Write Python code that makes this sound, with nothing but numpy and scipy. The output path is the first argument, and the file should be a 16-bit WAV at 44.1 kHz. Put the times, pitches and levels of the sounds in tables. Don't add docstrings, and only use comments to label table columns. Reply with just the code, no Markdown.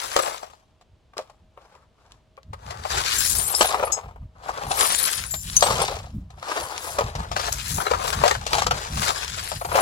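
import sys
import numpy as np
from scipy import signal
from scipy.fft import rfft, irfft, next_fast_len
from scipy.io import wavfile
from scipy.ndimage import uniform_filter1d, map_coordinates

SR = 44100
rng = np.random.default_rng(int(sys.argv[2]) if len(sys.argv) > 2 else 0)


def store_pcm(level_fs):
    pcm = np.round(np.clip(level_fs, -1, 1) * 32767).astype(np.int16)
    wavfile.write(sys.argv[1], SR, np.atleast_2d(pcm).T)


N = 432621

# frequency in Hz, level in dB.
GRIT_SPECTRUM = [(700, -10.5), (1600, 5.5), (2300, 3), (4000, 2.5), (6200, -2), (7800, -2.5), (8600, -12.5),
                 (10500, -11.5), (13000, -21), (16000, -39)]
# frequency in Hz, level in dB.
HOLLOW_SPECTRUM = [(120, -26), (300, -22), (400, -7), (550, -1.5), (800, 0), (1000, -3.5), (1280, -4),
                   (1500, -14.5), (2400, -13.5), (5000, -39)]


def amp(db):
    return 10 ** (np.asarray(db) / 20)


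def unit(x):
    return x / np.sqrt(np.mean(x ** 2) + 1e-20)


def peaked(x):
    return x / np.abs(x).max()


def along(points, hz):
    knots_hz, values = np.transpose(points)
    return np.interp(np.log(hz + 1), np.log(knots_hz + 1), values)


def wobble(knots_per_s):
    knots = rng.standard_normal(int(N * knots_per_s / SR) + 4)
    fine = map_coordinates(knots, [np.arange(len(knots) * 10) / 10])
    return np.interp(np.arange(N) * knots_per_s * 10 / SR, np.arange(len(fine)), fine)


def filtered(x, response):
    size = next_fast_len(x.shape[-1] + 8192, True)
    return irfft(rfft(x, size) * response(np.fft.rfftfreq(size, 1 / SR)), size)[..., :x.shape[-1]]


def coloured(x, spectrum, size=2048):
    gain = unit(amp(along(spectrum, np.fft.rfftfreq(size, 1 / SR))))
    cepstrum = irfft(np.log(gain))
    cepstrum[1:size // 2] *= 2
    cepstrum[size // 2 + 1:] = 0
    impulse = irfft(np.exp(rfft(cepstrum)))
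    return signal.oaconvolve(x, impulse[None], axes=1)[:, :x.shape[-1]]


def add(track, start_s, sound):
    start = max(round(start_s * SR), 0)
    part = sound[..., :max(N - start, 0)]
    track[..., start:start + part.shape[-1]] += part


def burst(t60_s, size):
    noise = rng.standard_normal((2, size)) * amp(-60 * np.arange(size) / SR / t60_s)
    return unit(noise) / np.sqrt(size)


def impacts(per_s, spread_db, t60_s, points=3, size=1500):
    count = int(per_s / points * N / SR) + 1
    out = np.zeros((2, N))
    for _ in range(points):
        strengths = amp(spread_db * np.clip(rng.standard_normal(count), -2, 2))
        strengths *= rng.choice([-1, 1], count)
        taps = np.bincount(rng.integers(0, N, count), strengths, N)
        for start in range(0, N, size):
            block = taps[None, start:start + size]
            add(out, start / SR, signal.fftconvolve(block, burst(t60_s, size), axes=1))
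    return out


def chatter(sound, rebound_db, span_s, count):
    when = rng.random(count)
    rebounds = amp(rebound_db) * (1 - when) * rng.choice([-1, 1], count)
    delays = np.round(SR * span_s * np.r_[0, .1, .1 + when]).astype(int)
    taps = np.bincount(delays, np.r_[.2, 1, rebounds])
    return signal.fftconvolve(sound, taps[None], axes=1)


def swells(events, column, rise_db_per_s, sag_db_per_s, fall_db_per_s):
    t = np.arange(0, N, 64) / SR
    power = np.zeros(len(t))
    for event in events:
        age_s, length_s = t - event[0], event[1]
        db = event[column] + rise_db_per_s * np.minimum(age_s, 0)
        db -= sag_db_per_s * np.clip(age_s, 0, length_s)
        db -= fall_db_per_s * np.maximum(age_s - length_s, 0)
        power += amp(np.maximum(db, -150)) ** 2
    return np.interp(np.arange(N) / SR, t, np.sqrt(power))


def scrape_gain(column):
    # start in seconds, length in seconds, case level in dB, grit level in dB.
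    scrapes = [(0.0, 0.052, -35, -36), (0.145, 0.075, -30.5, -33), (1.62, 0.167, -57, -68),
               (2.0, 0.15, -62, -71.5), (2.67, .14, -38.5, -48.5), (2.92, 0.089, -29, -27),
               (3.08, 0.17, -46, -26.5), (3.36, 0.27, -36, -37), (4.49, 0.17, -33.5, -45),
               (4.73, 0.069, -29, -39), (4.805, 0.055, -24.5, -24), (4.93, 0.27, -36.5, -28.5),
               (5.5, 0.15, -82, -37.5), (6.485, 0.15, -30, -38), (6.7, 0.388, -36, -42.5),
               (7.2, 0.0237, -35, -44.5), (7.39, 0.11, -32, -32.5), (7.57, 0.17, -51.5, -35.5),
               (7.81, 0.19, -31, -40.5), (8.03, 0.19, -31.5, -36.5), (8.54, 0.041, -29.5, -29.5),
               (8.78, 0.051, -31, -33.5), (8.91, 0.16, -41.5, -38.5), (9.04, 0.056, -27.5, -26),
               (9.18, .06, -38, -32.5), (9.3, 0.23, -43, -35), (9.77, .05, -24.5, -31)]
    return swells(scrapes, column, rise_db_per_s=217.5, sag_db_per_s=3, fall_db_per_s=176)


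def grit_gain():
    return np.hypot(scrape_gain(column=3), rocking_gain(column=3))


def rim_on_pavement(rattle_db, boom_db, grit_db, judder_db, snaps_db):
    # frequency in Hz, level in dB.
    rattle_spectrum = [(120, -38.5), (310, -12), (450, -3), (750, 0.5), (1250, -1), (1700, -6.5),
                       (2400, -13), (5000, -40.5)]
    judder = amp(judder_db * wobble(55))
    taps = judder * impacts(per_s=1000, spread_db=4.5, t60_s=0.04)
    rattle = amp(rattle_db) * scrape_gain(column=2) * unit(coloured(taps, rattle_spectrum))
    boom = amp(boom_db) * rocking_gain(column=2) * unit(coloured(taps, HOLLOW_SPECTRUM))
    grinding = unit(judder * impacts(per_s=2800, spread_db=3, t60_s=0.012))
    grain_snaps = unit(impacts(per_s=87, spread_db=9.5, t60_s=0.014))
    grit = unit(coloured(grinding + amp(snaps_db) * grain_snaps, GRIT_SPECTRUM))
    return rattle + boom + amp(grit_db) * grit_gain() * grit


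def sliding_glass(tick_db, ring_db, dust_db, mean_t60_s, count=260, size=3000):
    # start in seconds, length in seconds, ticking level in dB, ringing level in dB.
    spills = [(0.0, .29, -39, -47), (3.19, 0.17, -21.5, -29), (3.42, 0.091, -39.5, -25),
              (3.57, .07, -34, -26), (4.73, 0.077, -42.5, -45), (4.8, 0.24, -31.5, -24),
              (5.06, 0.072, -33.5, -27), (5.3, 0.28, -40, -48.5), (5.59, 0.092, -35.5, -34.5),
              (6.58, 0.083, -41.5, -43), (6.84, 0.078, -36.5, -47.5), (7.5, 0.075, -45.5, -40),
              (7.7, 0.074, -29, -43), (8.08, 0.021, -32, -50), (9.03, 0.019, -30, -43),
              (9.43, 0.21, -45, -40), (9.77, .05, -36, -29)]
    # frequency in Hz, level in dB.
    glass_spectrum = [(2500, -11), (5000, 1), (7500, 5.5), (8600, 0), (10300, 8.5), (12500, -2.5),
                      (16000, -5.5)]
    tick_gain, ring_gain = (
        swells(spills, column, rise_db_per_s=171, sag_db_per_s=3.5, fall_db_per_s=143.5)
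        for column in (2, 3))
    t = np.arange(size) / SR
    rings = np.zeros((2, N))
    for pitch, life in rng.random((count, 2)):
        hz = 7000 + 8000 * pitch
        decay = amp(-60 * t / (mean_t60_s * (.5 + life)))
        ring = np.sin(2 * np.pi * hz * t + rng.uniform(0, 2 * np.pi, (2, 1))) * decay
        skitter = chatter(ring, rebound_db=-14.5, span_s=.16, count=5)
        for when, strength in rng.random((8, 2)):
            add(rings, when * N / SR, strength * skitter)
    flow = np.hypot(tick_gain, amp(dust_db) * grit_gain())
    crackle = unit(impacts(per_s=2400, spread_db=5.5, t60_s=.008))
    ticks = unit(coloured(crackle, glass_spectrum))
    return amp(tick_db) * flow * ticks + amp(ring_db) * ring_gain * unit(coloured(rings, glass_spectrum))


def town(noise_db, hum_db, hum_hz):
    # frequency in Hz, level in dB.
    town_spectrum = [(15, -35.5), (25, 0), (74, -7), (394, -15.5), (624, -16), (1940, -28.5), (3160, -26.5),
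                     (8140, -40), (16000, -56.5)]
    mid, side = coloured(rng.standard_normal((2, N)), town_spectrum)
    phase = 2 * np.pi * np.cumsum(hum_hz + 4 * wobble(30)) / SR
    hum = np.sin(phase) * amp(3.7 * wobble(3))
    return amp(noise_db) * (mid + .4 * np.array([side, -side])) + amp(hum_db) * hum


def turbulence(spectrum, size=2200):
    air = coloured(rng.standard_normal((1, N)), spectrum)
    return air / np.sqrt(np.abs(uniform_filter1d(air ** 2, size)) + 1e-9)


def breeze(rumble_db, flutter_db, lumps_db):
    # time in seconds, level in dB.
    flow_levels = [(0, -62.5), (2.42, -61), (2.5, -40), (4.45, -48), (5.6, -43), (6.25, -36.5),
                   (6.45, -54.5), (6.8, -53), (7.1, -36.5), (9.8, -39.5)]
    # start in seconds, length in seconds, rumble level in dB, flutter level in dB.
    gusts = [(2.51, 0.095, -50, -61), (3.31, .09, -33, -42.5), (4.22, 0.027, -34.5, -46.5),
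             (4.66, 0.034, -35.5, -39.5), (5.46, 0.19, -36, -42), (5.69, 0.12, -34.5, -33.5),
             (6.15, 0.023, -32, -28.5), (6.62, 0.02, -41.5, -56), (7.04, 0.013, -29.5, -37.5),
             (7.18, .03, -32, -34), (7.73, 0.058, -36, -34), (8.18, 0.029, -27, -30.5),
             (8.66, 0.088, -31.5, -39), (8.94, 0.067, -30, -30)]
    # frequency in Hz, level in dB.
    rumble_spectrum = [(15, -27), (30, -11), (52, 5.5), (100, 0.5), (190, -12.5), (300, -30), (600, -65.5)]
    # frequency in Hz, level in dB.
    flutter_spectrum = [(50, -33), (110, 1), (160, 0.5), (220, -3.5), (320, -17.5), (600, -59)]
    rumble_gain, flutter_gain = (
        swells(gusts, column, rise_db_per_s=451.5, sag_db_per_s=10, fall_db_per_s=305)
        for column in (2, 3))
    flow_db = np.interp(np.arange(N) / SR, *np.transpose(flow_levels)) + lumps_db * wobble(16)
    rumble = amp(rumble_db) * np.hypot(amp(flow_db), rumble_gain) * turbulence(rumble_spectrum)
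    return rumble + amp(flutter_db) * flutter_gain * turbulence(flutter_spectrum)


def knocks(body_gain_db, crack_gain_db, modes_db, modes_t60_s, span_s, size=7000):
    # time in seconds, body level in dB, crack level in dB, strongest mode in Hz.
    blows = [(0.163, -5, -14.5, 550), (0.19, -8, -21.5, 595), (0.275, -14.5, -30.5, 602),
             (0.431, -25, -39, 602), (0.534, -38.5, -49.5, 880), (0.811, -46, -53.5, 650),
             (1.135, -39.5, -60, 1130), (1.169, -26, -41, 566), (1.189, -22, -41.5, 607),
             (1.298, -40.5, -53, 564), (1.575, -35.5, -71, 514), (1.751, -42, -52, 900),
             (2.377, -36, -67, 537), (2.532, -27, -38.5, 1213), (2.706, -27.5, -29.5, 720),
             (2.852, -15, -37.5, 750), (3.609, -6.5, -8.5, 584), (3.645, -13, -24, 767),
             (3.744, -7.5, -30, 800), (3.875, -18.5, -49, 1200), (4.16, -33.5, -76, 720),
             (4.7133, -15, -18, 644), (5.339, -25.5, -24.5, 775), (5.624, -5.5, -11, 599),
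             (5.817, -22, -19.5, 750), (6.303, -43, -44, 744), (6.427, -24.5, -31, 1255),
             (6.986, -5.5, -20.5, 598), (7.008, -11, -29, 874), (7.152, -22.5, -26, 750),
             (7.315, -17, -27.5, 690), (7.364, -11.5, -20.5, 1510), (7.782, -16, -36, 614),
             (7.802, -17, -35, 1480), (7.866, -10.5, -26, 1554), (7.912, -7, -23.5, 549),
             (7.935, -12, -32.5, 1405), (8.077, -19, -21, 1284), (8.128, -14.5, -19, 1396),
             (8.261, -9.5, -18.5, 704), (8.237, -3, -25.5, 617), (8.278, -6.5, -12.5, 760),
             (8.31, -8, -27.5, 1840), (8.35, -14.5, -25, 1503), (8.465, -18.5, -19.5, 650),
             (8.531, -8, -14.5, 730), (8.55, -15, -19, 924), (8.582, -13.5, -20, 748),
             (8.62, -11.5, -18.5, 942), (8.666, -10.5, -14.5, 1330), (8.709, -10.5, -15, 1350),
             (8.971, -20.5, -20.5, 1310), (9.02, -22, -21, 1390), (9.103, -17, -37, 1010),
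             (9.516, -19.5, -45, 650), (9.614, -18, -47, 700), (9.648, -16, -29.5, 800),
             (9.716, -20, -35, 1177), (9.752, -8, -28, 660), (9.785, -8, -27, 741)]
    # nominal frequency ratio to the strongest mode, level in dB.
    case_modes = [(0.88, -6.5), (1, -1.5), (1.139, -10), (1.38, -12.5), (1.9, -15.5), (2.3, -15)]
    t = np.arange(size) / SR
    ratios, levels_db = np.transpose(case_modes)[:, :, None]
    modes_envelope = amp(-60 * t / modes_t60_s) * (1 - np.exp(-t / 0.00065))
    crack_attack = 1 - np.exp(-t / 0.0012)
    out = np.zeros((2, N))
    for time_s, body_db, crack_db, hz in blows:
        strengths = amp(levels_db + 2 * rng.standard_normal(levels_db.shape))
        modes_hz = hz * ratios ** rng.uniform(0.77, 1.15, ratios.shape)
        phases = rng.uniform(0, 2 * np.pi, (2, len(ratios), 1))
        modes = np.sum(strengths * np.sin(2 * np.pi * modes_hz * t + phases), axis=1) * modes_envelope
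        boom = coloured(burst(t60_s=0.043, size=size), HOLLOW_SPECTRUM)
        body = unit(boom) + amp(modes_db) * unit(modes)
        crack = coloured(burst(t60_s=0.024, size=size) * crack_attack, GRIT_SPECTRUM)
        body = peaked(chatter(body, rebound_db=-5.5, span_s=span_s, count=4))
        crack = peaked(chatter(crack, rebound_db=-5, span_s=span_s, count=9))
        add(out, time_s - span_s / 10, amp(body_db + body_gain_db) * body)
        add(out, time_s - span_s / 10, amp(crack_db + crack_gain_db) * crack)
    return out


def snaps(ring_db, ring_t60_s, size=3000):
    # time in seconds, peak level in dB.
    breaks = [(0.165, -5), (1.1806, -15.5), (2.12, -33.5), (2.369, -41), (2.431, -39), (2.665, -28),
              (3.119, -12.5), (3.276, -16.5), (5.092, -16.5), (6.779, -15), (6.922, -25), (8.104, -10),
              (8.313, -8), (8.532, -8.5)]
    out = np.zeros((2, N))
    for time_s, db in breaks:
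        click = burst(t60_s=0.0047, size=size) + amp(ring_db) * burst(ring_t60_s, size)
        add(out, time_s, amp(db) * peaked(coloured(click, GRIT_SPECTRUM)))
    return out


def shards(ring_db, tick_db, second_mode_db, chafe_s, span_s, size=12000):
    # time in seconds, peak level in dB, main mode in Hz, second mode in Hz, T60 in seconds.
    landings = [(0.222, -19.5, 8010, 10600, 0.17), (3.185, -11, 7490, 14270, 0.13),
                (3.2951, -16, 9100, 11050, 0.09), (3.384, -12, 8880, 11480, 0.13),
                (3.5492, -7, 5266, 7500, 0.055), (3.85, -25, 11100, 9200, 0.089),
                (3.922, -10.5, 6654, 7700, 0.11), (3.926, -21, 5230, 7850, 0.13),
                (4.808, -9, 9500, 10800, 0.04), (4.988, -10.5, 8050, 11430, 0.038),
                (5.0576, -11, 9830, 7500, 0.025), (5.264, -22.5, 9650, 10800, 0.073),
                (5.308, -20, 7283, 12760, 0.5), (5.5666, -1, 6263, 10120, 0.058),
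                (5.608, -8.5, 6300, 4580, 0.03), (5.627, -18, 8093, 10300, .2),
                (5.819, -12, 9600, 8093, 0.035), (7.526, -9, 6570, 5600, 0.014)]
    # frequency in Hz, level in dB.
    tick_spectrum = [(2500, -11), (5000, 2), (7500, 0), (11000, 0), (13000, -9.5), (16000, -19)]
    t = np.arange(size) / SR
    mode_gains = amp([[0], [second_mode_db]])
    attack = 1 - np.exp(-t / 0.0004)
    out = np.zeros((2, N))
    for time_s, db, main_hz, second_hz, t60_s in landings:
        phases = rng.uniform(0, 2 * np.pi, (2, 2, 1))
        chafe = unit(uniform_filter1d(rng.standard_normal((2, size)), 130)) * np.exp(-t / chafe_s)
        modes = np.sin(2 * np.pi * np.outer([main_hz, second_hz], t) + phases + chafe / 2)
        ring = np.sum(mode_gains * modes * amp(2 * chafe), axis=1) * amp(-60 * t / t60_s)
        tick = peaked(coloured(burst(t60_s=0.016, size=size), tick_spectrum))
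        clink = (amp(ring_db) * ring + amp(tick_db) * tick) * attack
        skitter = chatter(clink, rebound_db=-7, span_s=span_s, count=4)
        add(out, time_s - span_s / 10, amp(db) * peaked(skitter))
    return out


def rocking_gain(column, taps_per_s=34, fade_db_per_tap=8):
    # start in seconds, length in seconds, case level in dB, grit level in dB.
    rocks = [(0.23, 0.065, -30.5, -33.5), (0.44, 0.017, -45, -52.5), (1.2, 0.02, -49.5, -59.5),
             (3.62, 0.017, -28, -25.5), (3.71, 0.14, -26, -44.5), (3.94, 0.064, -36, -55.5),
             (5.65, 0.2, -21.5, -28.5), (5.88, 0.093, -33.5, -43.5), (8.24, 0.06, -28, -28.5),
             (9.752, .1, -17.5, -32.5)]
    tap_count = np.cumsum(taps_per_s * amp(2 * wobble(20))) / SR
    taps = unit(amp(-fade_db_per_tap * (tap_count % 1)))
    return taps * swells(rocks, column, rise_db_per_s=502, sag_db_per_s=14.5, fall_db_per_s=130)


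def microphone_ports(debris, ahead_db):
    # time in seconds, lead in seconds.
    leads = [(0.5, .0005), (0.7, 0.00011), (2.3, 0.0001), (2.6, .00048), (3.3, 0.00053), (3.65, 0.0002),
             (4.7, 0.0003), (5.2, 0.0006), (5.6, 0.00021), (6.9, 0.00021), (7.5, 0.000483), (8.3, .0005),
             (8.6, 0.00025), (9.25, 0.0006), (9.7, 0.00029)]
    # frequency in Hz, gain in dB.
    port_response = [(100, 1), (400, 0.5), (1100, 4.5), (2000, -1), (5000, 4)]
    # frequency in Hz, loss in dB.
    shadow = [(120, 7), (400, 4.5), (900, 11), (2000, 12.5), (4000, 14.5), (8000, 20), (14000, 24)]
    direct, scattered = debris
    spread = filtered(scattered, lambda hz: amp(along([(500, -9), (3000, 7.5)], hz)))
    samples = np.arange(N)
    lead_samples = np.interp(samples / SR, *np.transpose(leads)) * SR
    right = map_coordinates(direct + spread, [samples - lead_samples])
    right *= amp(ahead_db * (1 - lead_samples / lead_samples.max()))
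    return filtered(np.array([direct, right]),
                    lambda hz: amp(along(port_response, hz) - np.outer([0, 1], along(shadow, hz))))


def reflections(x, wet_db, t60_s):
    tail = np.pad(burst(t60_s, size=16000), ((0, 0), (400, 0)))
    return x + amp(wet_db) * signal.oaconvolve(x, tail, axes=1)[:, :N]


def scene():
    debris = rim_on_pavement(rattle_db=0, boom_db=-1.5, grit_db=1.87, judder_db=2.5, snaps_db=-8)
    debris += sliding_glass(tick_db=-1.05, ring_db=-2, dust_db=-11.5, mean_t60_s=.06)
    debris += knocks(body_gain_db=1.5, crack_gain_db=5, modes_db=-0.5, modes_t60_s=.038, span_s=.025)
    debris += snaps(ring_db=-5, ring_t60_s=0.033)
    debris += shards(ring_db=-5, tick_db=-4, second_mode_db=-7, chafe_s=0.045, span_s=0.037)
    mix = reflections(microphone_ports(debris, ahead_db=5.5), wet_db=-16, t60_s=.13)
    mix += breeze(rumble_db=-1.14, flutter_db=-2.5, lumps_db=4.5)
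    return mix + town(noise_db=-64.5, hum_db=-71.5, hum_hz=630)


def record(dry):
    return filtered(np.clip(dry, -1, 1), lambda hz: hz < 16050)


dry = scene()
out = record(dry)
store_pcm(out)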